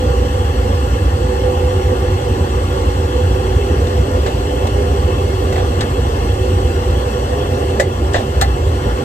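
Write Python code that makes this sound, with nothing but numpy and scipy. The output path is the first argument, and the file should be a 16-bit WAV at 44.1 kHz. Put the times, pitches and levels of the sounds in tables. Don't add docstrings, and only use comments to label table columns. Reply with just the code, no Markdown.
import sys
import numpy as np
from scipy import signal
from scipy.fft import rfft, irfft, next_fast_len
from scipy.io import wavfile
from scipy.ndimage import uniform_filter1d

SR = 44100
rng = np.random.default_rng(int(sys.argv[2]) if len(sys.argv) > 2 else 0)


def generate_wav(sig):
    pcm = np.round(np.clip(np.atleast_2d(sig).T, -1, 1) * 32767).astype(np.int16)
    wavfile.write(sys.argv[1], SR, pcm)


N = 398663

# (frequency [Hz], likeness [0-1], phase by which left leads [rad], left minus right [dB])
PORT_PAIR = [(60, .998, .08, -.5), (300, .99, .08, -1), (410, .96, -.1, -2), (450, .97, .3, -2.5),
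             (500, .9, -.6, -3), (540, .4, -1.7, -4), (600, .5, .5, -2), (720, .85, 1.9, 0),
             (880, .45, 2.4, 0), (1000, .75, 2.9, 2.5), (1400, .85, 1.9, 3), (1700, .82, 2.2, 4),
             (2000, .7, -.4, 5), (2350, .2, 0, 3), (2700, .8, .3, 4), (3100, .5, 1.8, 4),
             (4000, .3, 2.5, 1.5), (6300, .2, 4.5, .5), (7500, .7, 6.1, 0), (8600, .92, 6.4, 0),
             (10400, .98, 9.4, 0), (13100, .98, 12.6, 0), (15500, .98, 15.7, 0)]


def amp(db):
    return 10 ** (np.asarray(db) / 20)


def unit(x):
    return x / np.sqrt(np.mean(x ** 2) + 1e-20)


def along(points, hz):
    point_hz, value = np.transpose(points)
    return np.interp(np.log(hz + 1), np.log(point_hz + 1), value)


def curves(rows):
    time_s, *columns = np.transpose(rows)
    return [np.interp(np.arange(N) / SR, time_s, column) for column in columns]


def filtered(x, response):
    size = next_fast_len(x.shape[-1] + 8192)
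    spectrum = rfft(x, size) * response(np.fft.rfftfreq(size, 1 / SR))
    return irfft(spectrum, size)[..., :x.shape[-1]]


def at_ports(n, gain):
    port_hz, likeness, lead, pan_db = np.transpose(PORT_PAIR)
    size = next_fast_len(n + 8192)
    hz = np.fft.rfftfreq(size, 1 / SR)
    share = np.clip(np.interp(hz, port_hz, likeness), 0, 1)
    turn = np.exp(.5j * np.interp(hz, port_hz, lead)) * amp(np.interp(hz, port_hz, pan_db) / 2)
    level = np.repeat(gain(hz[::8]), 8, axis=-1)[..., :len(hz)]
    both, own = rfft(rng.standard_normal((2, n)), size)
    left = turn * both
    right = (share * both + np.sqrt(1 - share ** 2) * own) / turn
    return unit(irfft(level * np.array([left, right]), size)[:, :n])


def resonance_peaks(hz, modes, power):
    return sum(amp([[left], [right]]) ** power / (1 + (2 * (hz - centre) / width) ** 2)
               for centre, width, left, right in modes)


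def resonant(spectrum, modes):
    def gain(hz):
        return amp(along(spectrum, hz)) * np.sqrt(1 + resonance_peaks(hz, modes, power=2))
    return gain


def patchy(x, patchy_db):
    z = signal.stft(x, nperseg=512)[2]
    field = uniform_filter1d(rng.standard_normal(z.shape[1:]), 5, 0)
    field = uniform_filter1d(field, 8, 1)
    return unit(signal.istft(z * amp(patchy_db * unit(field)), nperseg=512)[1][:, :N])


def steadied(x, steady, span_s):
    swell = uniform_filter1d((x ** 2).mean(0), int(span_s * SR))
    swell = uniform_filter1d(swell, int(span_s * SR / 2))
    return unit(x / (abs(swell) + .02) ** (steady / 2))


def steam_hiss():
    # (frequency [Hz], relative level per Hz [dB])
    hiss_spectrum = [(1200, -85), (2000, -62), (2350, -66), (2700, -58), (3300, -59), (3800, -67),
                     (5200, -70), (6600, -70), (7900, -66), (8800, -71), (9500, -71.5), (11300, -76.5),
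                     (12500, -75.5), (14900, -83), (15500, -79)]
    # (frequency [Hz], width [Hz], left [dB], right [dB])
    whistles = [(2150, 22, -4.5, 16), (2650, 34, 8.5, -4), (2900, 25, 5, 4.5), (3064, 42, 3, 0),
                (3317, 19, 6.5, 12.5), (4217, 183, 7, 8.5), (4500, 53, 12.5, -13), (4950, 30, 7.5, 13),
                (5620, 42, 13, 12), (6000, 155, 6.5, 7), (13300, 100, 5, 5)]
    # (time [s], level [dB])
    hiss_level = [(0, -34), (2.5, -34), (4, -33.5), (6, -33.5), (7.5, -33.5), (9.04, -34)]
    hiss = patchy(at_ports(N, resonant(hiss_spectrum, whistles)), patchy_db=1.35)
    return amp(curves(hiss_level)[0]) * hiss


def draught(level_db=-21.5):
    # (frequency [Hz], relative level per Hz [dB])
    roar_spectrum = [(15, -48), (35, -54), (70, -38), (112, -34), (140, -34), (165, -49.5), (190, -52),
                     (210, -41), (330, -42), (405, -52), (432, -47), (455, -43), (620, -55.5),
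                     (1000, -49.5), (1500, -57.5), (2300, -72), (3000, -100)]
    # (frequency [Hz], width [Hz], left [dB], right [dB])
    tube_modes = [(227.5, 55, 3, 4.5), (286.5, 45, 6.5, 4), (474.7, 17.7, 9.5, 15.5), (557.4, 38, 2.5, 17),
                  (720, 16, 15, 12), (866, 18, 14, 9), (953, 7.8, 6.5, -14), (993, 20, -6, -4.5),
                  (988, 26, 8, 10), (1073, 31, 10, 11), (1152, 22, 11, 11), (1196, 8, 11.5, 5),
                  (1300, 20, 4.5, 7), (1405, 19.5, 10.5, 8), (1410, 26, 7, 10.5), (1560, 32, 9, 10),
                  (1665, 22, 7, 9), (1716, 53, 16, 13), (1847, 26, 16.5, 2), (1958, 21, 15, -2),
                  (2060, 20, 12, -1)]
    return amp(level_db) * patchy(at_ports(N, resonant(roar_spectrum, tube_modes)), patchy_db=1.57)


def hums():
    # (time [s], level [dB], level [dB], level [dB], level [dB], level [dB])
    hum_levels = [(0, -29.5, -36, -23, -42, -31), (1.1, -33.5, -40, -30.5, -64, -34.5),
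                  (1.4, -24.5, -43, -21, -49, -29), (2, -25.5, -39, -22.5, -40, -32.5),
                  (2.4, -26, -36, -31, -44, -33), (2.95, -28, -39, -25, -46, -33.5),
                  (3.6, -23.5, -27.5, -27.5, -39, -31.5), (4.1, -28.5, -32.5, -24, -31.5, -37),
                  (4.8, -29, -25, -26.5, -37.5, -31.5), (5.6, -24, -34, -26, -34, -35.5),
                  (6.15, -32, -30.5, -32.5, -36, -33.5), (6.55, -23, -46, -26.5, -41, -32.5),
                  (7.3, -33.5, -28, -25, -31.5, -34.5), (7.75, -23, -31, -26.5, -32, -32),
                  (8.5, -26.5, -33, -31, -34.5, -34.5), (9.04, -28.5, -27, -29, -37, -34.5)]
    # (frequency [Hz], width [Hz], left [dB], right [dB])
    hum_peaks = [
        [(380, 26.4, 3.5, 5), (352.8, 25, -5, -4.5)],
        [(405.6, 20, 5, 5)],
        [(499.5, 11.3, 0.5, 3.5)],
        [(596, 52, 3.5, -5), (695, 46, 5, -2.5)],
        [(720, 28, 1, -7), (783, 37, -10, 4.5), (814.4, 30, -24, 4.5)],
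    ]
    total = 0
    for level_db, modes in zip(curves(hum_levels), hum_peaks):
        tone = at_ports(N, lambda hz: resonance_peaks(hz, modes, power=1))
        total = total + amp(level_db) * steadied(tone, steady=0.62, span_s=0.27)
    return total


def flame(skirt_hz=46, lopsided=0.098):
    # (frequency [Hz], relative level per Hz [dB])
    firebox_spectrum = [(15, -33), (36, -23), (50, -6), (60, 3.5), (75, -0.5), (94, 0), (108, -14.5),
                        (140, -18.5), (170, -31), (250, -120)]
    # (time [s], level [dB])
    flame_level = [(0, -15), (.4, -12.5), (1.3, -16), (1.8, -14), (2.7, -17.5), (3.3, -13), (3.9, -14.5),
                   (4.3, -16.5), (5.5, -13), (5.9, -17.5), (6.4, -12.5), (7.1, -17.5), (8.2, -14.5),
                   (8.7, -13.5), (9.04, -18)]
    boom = at_ports(N, lambda hz: amp(along(firebox_spectrum, hz)))
    boom = steadied(boom, steady=0.23, span_s=0.3)
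    boom = amp(curves(flame_level)[0]) * unit(boom + lopsided * boom ** 2)
    return filtered(boom, lambda hz: 1 / np.sqrt(1 + (skirt_hz / (hz + 1)) ** 6))


def ringing(thud_db, thud_hz, ring_db, ring_hz, chatter_s, t):
    # (frequency [Hz], relative level [dB], time to fall by 60 dB [s], left minus right [dB])
    gear_modes = [(524, 1, 0.08, -3), (580, 3.5, 0.065, -3), (655, 0, 0.075, -7), (730, 3, 0.1, -6),
                  (810, 1.5, 0.13, -7), (1200, 3, 0.08, 3), (1350, 1, .06, 4), (1520, 2, 0.06, 5),
                  (1630, -2, .05, 6), (1742, 2, 0.07, 10), (1850, -3, 0.05, 6), (1965, 0, 0.075, 5),
                  (2040, -6, 0.13, 4), (2630, -5, .04, -2), (3380, -8, .035, 0), (3600, -9, 0.035, 4),
                  (3830, -6, .035, 10), (4120, -5, 0.035, 5), (4400, -6, .035, 4), (4750, -9, .03, 3),
                  (5800, -13, .03, 0), (7900, -10, .025, 0)]
    hz, db, t60, pan_db = np.transpose(gear_modes)[:, :, None, None]
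    low = hz < 1000

    octaves_off = np.log2(hz / np.where(low, thud_hz, ring_hz))
    off_db = np.minimum(120 * octaves_off ** 2, 10)
    db = db + np.where(low, thud_db, ring_db) - off_db
    db = db + rng.normal(0, 2, hz.shape)

    port_hz, _, lead, _ = np.transpose(PORT_PAIR)
    turn = np.array([[0.47], [-0.47]]) * np.interp(hz, port_hz, lead)
    cycles = hz * t + rng.random(hz.shape)
    modes = amp(db - 60 * t / t60) * np.sin(2 * np.pi * cycles + turn)
    modes = modes * amp(np.array([[.5], [-.5]]) * pan_db)

    chatter = unit(rng.standard_normal(len(t)) ** 3) * amp(-60 * t / chatter_s)
    chatter = chatter + 16.8 * (t == 0)
    rattled = signal.fftconvolve(modes, chatter[None, None], axes=2)[..., :len(t)]

    def energy(x):
        return np.linalg.norm(x, axis=(1, 2), keepdims=True)

    return (rattled * energy(modes) / energy(rattled)).sum(0)


def knocks():
    # (time [s], strength [dB], thud [dB], thud centre [Hz], ring [dB], ring centre [Hz],
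    # treble tilt of the crack [dB per octave], boost of its top treble [dB],
    # time for the crack to fall by 60 dB [s], the same for the chatter [s], left minus right [dB])
    blows = [(3.8694, -31, 0, 640, -3, 3900, 7, -6, 0.072, .05, 3),
             (4.2615, -25.5, 1, 645, 2.5, 1770, 2, -4, 0.17, 0.07, -3),
             (4.6694, -22, -3, 645, -16, 1850, 4, 6, 0.049, 0.05, 0),
             (5.5243, -31, 7, 740, 11, 2630, 7, 2, 0.13, 0.074, -1),
             (5.5585, -26.5, 2, 655, 1, 1980, -4, 4, 0.17, 0.045, -2),
             (5.5596, -34, -9, 660, 9, 3550, 0, 0, 0.05, .04, -3),
             (5.578, -28.5, 9.5, 810, 0.5, 1700, -3, 12, 0.2, 0.11, -3),
             (5.598, -35, 13, 640, -3, 1250, -2, 0, 0.1, 0.092, 2),
             (5.807, -18.5, -9, 800, -1, 4100, 4, 3, 0.078, 0.094, -1),
             (5.813, -30, 0, 800, 6, 1590, -4, 0, 0.12, 0.11, -4),
             (7.7955, -25, -2, 560, 2.5, 2050, 5, -8, 0.061, .02, 9),
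             (7.798, -15, 8.5, 610, 5.5, 1800, 12, -9, 0.098, 0.086, -1),
             (8.133, -24, -8, 650, -13, 2630, 9, -12, 0.13, .05, 1),
             (8.1415, -33, -9, 600, 7.5, 2000, -13, 0, 0.05, 0.022, 0),
             (8.1432, -19.5, 10.5, 620, 5, 1740, -0.5, -12, 0.25, 0.093, 0.5),
             (8.16, -24, 12, 740, -2, 1510, -2, -10, 0.16, 0.061, -2),
             (8.1794, -19, 2, 720, -12, 1500, -7, 0, 0.1, 0.075, 1),
             (8.201, -27, 8.5, 595, -12, 1500, -5, 0, 0.06, .02, -3),
             (8.4095, -22, -15, 730, -11, 1960, 6, 3, 0.04, .03, -2),
             (8.4118, -12, -17, 730, 2.5, 4100, 8.5, 7, 0.086, 0.14, 1.5),
             (8.4135, -30, 1, 730, 10.5, 1690, -2, 0, 0.23, 0.14, -3),
             (8.4185, -27, 13.5, 730, 1, 1490, -11, 0, 0.18, 0.11, 1)]
    # (frequency [Hz], relative level per Hz [dB])
    crack_spectrum = [(300, -45), (1000, 6), (1700, -8.5), (2350, -1), (3600, 2), (5000, -8.5),
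                      (7500, -10.5), (10000, -26), (12500, -33), (15800, -40)]
    out = np.zeros((2, N + SR))
    t = np.arange(SR // 6) / SR
    for (start_s, db, thud_db, thud_hz, ring_db, ring_hz,
         tilt_db, top_db, t60, chatter_s, pan_db) in blows:
        def colour(hz):
            tilt = tilt_db * np.log2((hz + 1) / 4000)
            top = top_db / (1 + (10000 / (hz + 1)) ** 10)
            return amp(along(crack_spectrum, hz) + tilt + top)

        crack = at_ports(len(t), colour) * amp(-60 * t / t60)
        ring = ringing(thud_db, thud_hz, ring_db, ring_hz, chatter_s, t)
        onset = 1 - np.exp(-t / 0.0012)
        blow = amp(db) * onset * (crack + ring)
        start = round(start_s * SR)
        out[:, start:start + len(t)] += blow * amp([[pan_db / 2], [-pan_db / 2]])
    return out[:, :N]


def scene():
    return steam_hiss() + draught() + hums() + flame() + knocks()


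def record(dry, knee_db=-17, squeeze=0.33, recover_db=4.5, top_hz=15800):
    heard = filtered(dry, lambda hz: hz / np.hypot(hz, 900))
    power = uniform_filter1d((heard ** 2).mean(0), SR // 100)
    level_db = 10 * np.log10(abs(power) + 1e-12)
    need_db = -squeeze * np.maximum(level_db - knee_db, 0)
    ramp = recover_db * np.arange(N) / SR
    gain_db = np.minimum(ramp + np.minimum.accumulate(need_db - ramp), 0)
    gain_db = uniform_filter1d(gain_db, SR // 50)
    wet = dry * amp(gain_db)
    wet = wet / (1 + abs(wet) ** 8) ** (1 / 8)
    return filtered(wet, lambda hz: hz < top_hz)


dry = scene()
out = record(dry)
generate_wav(out)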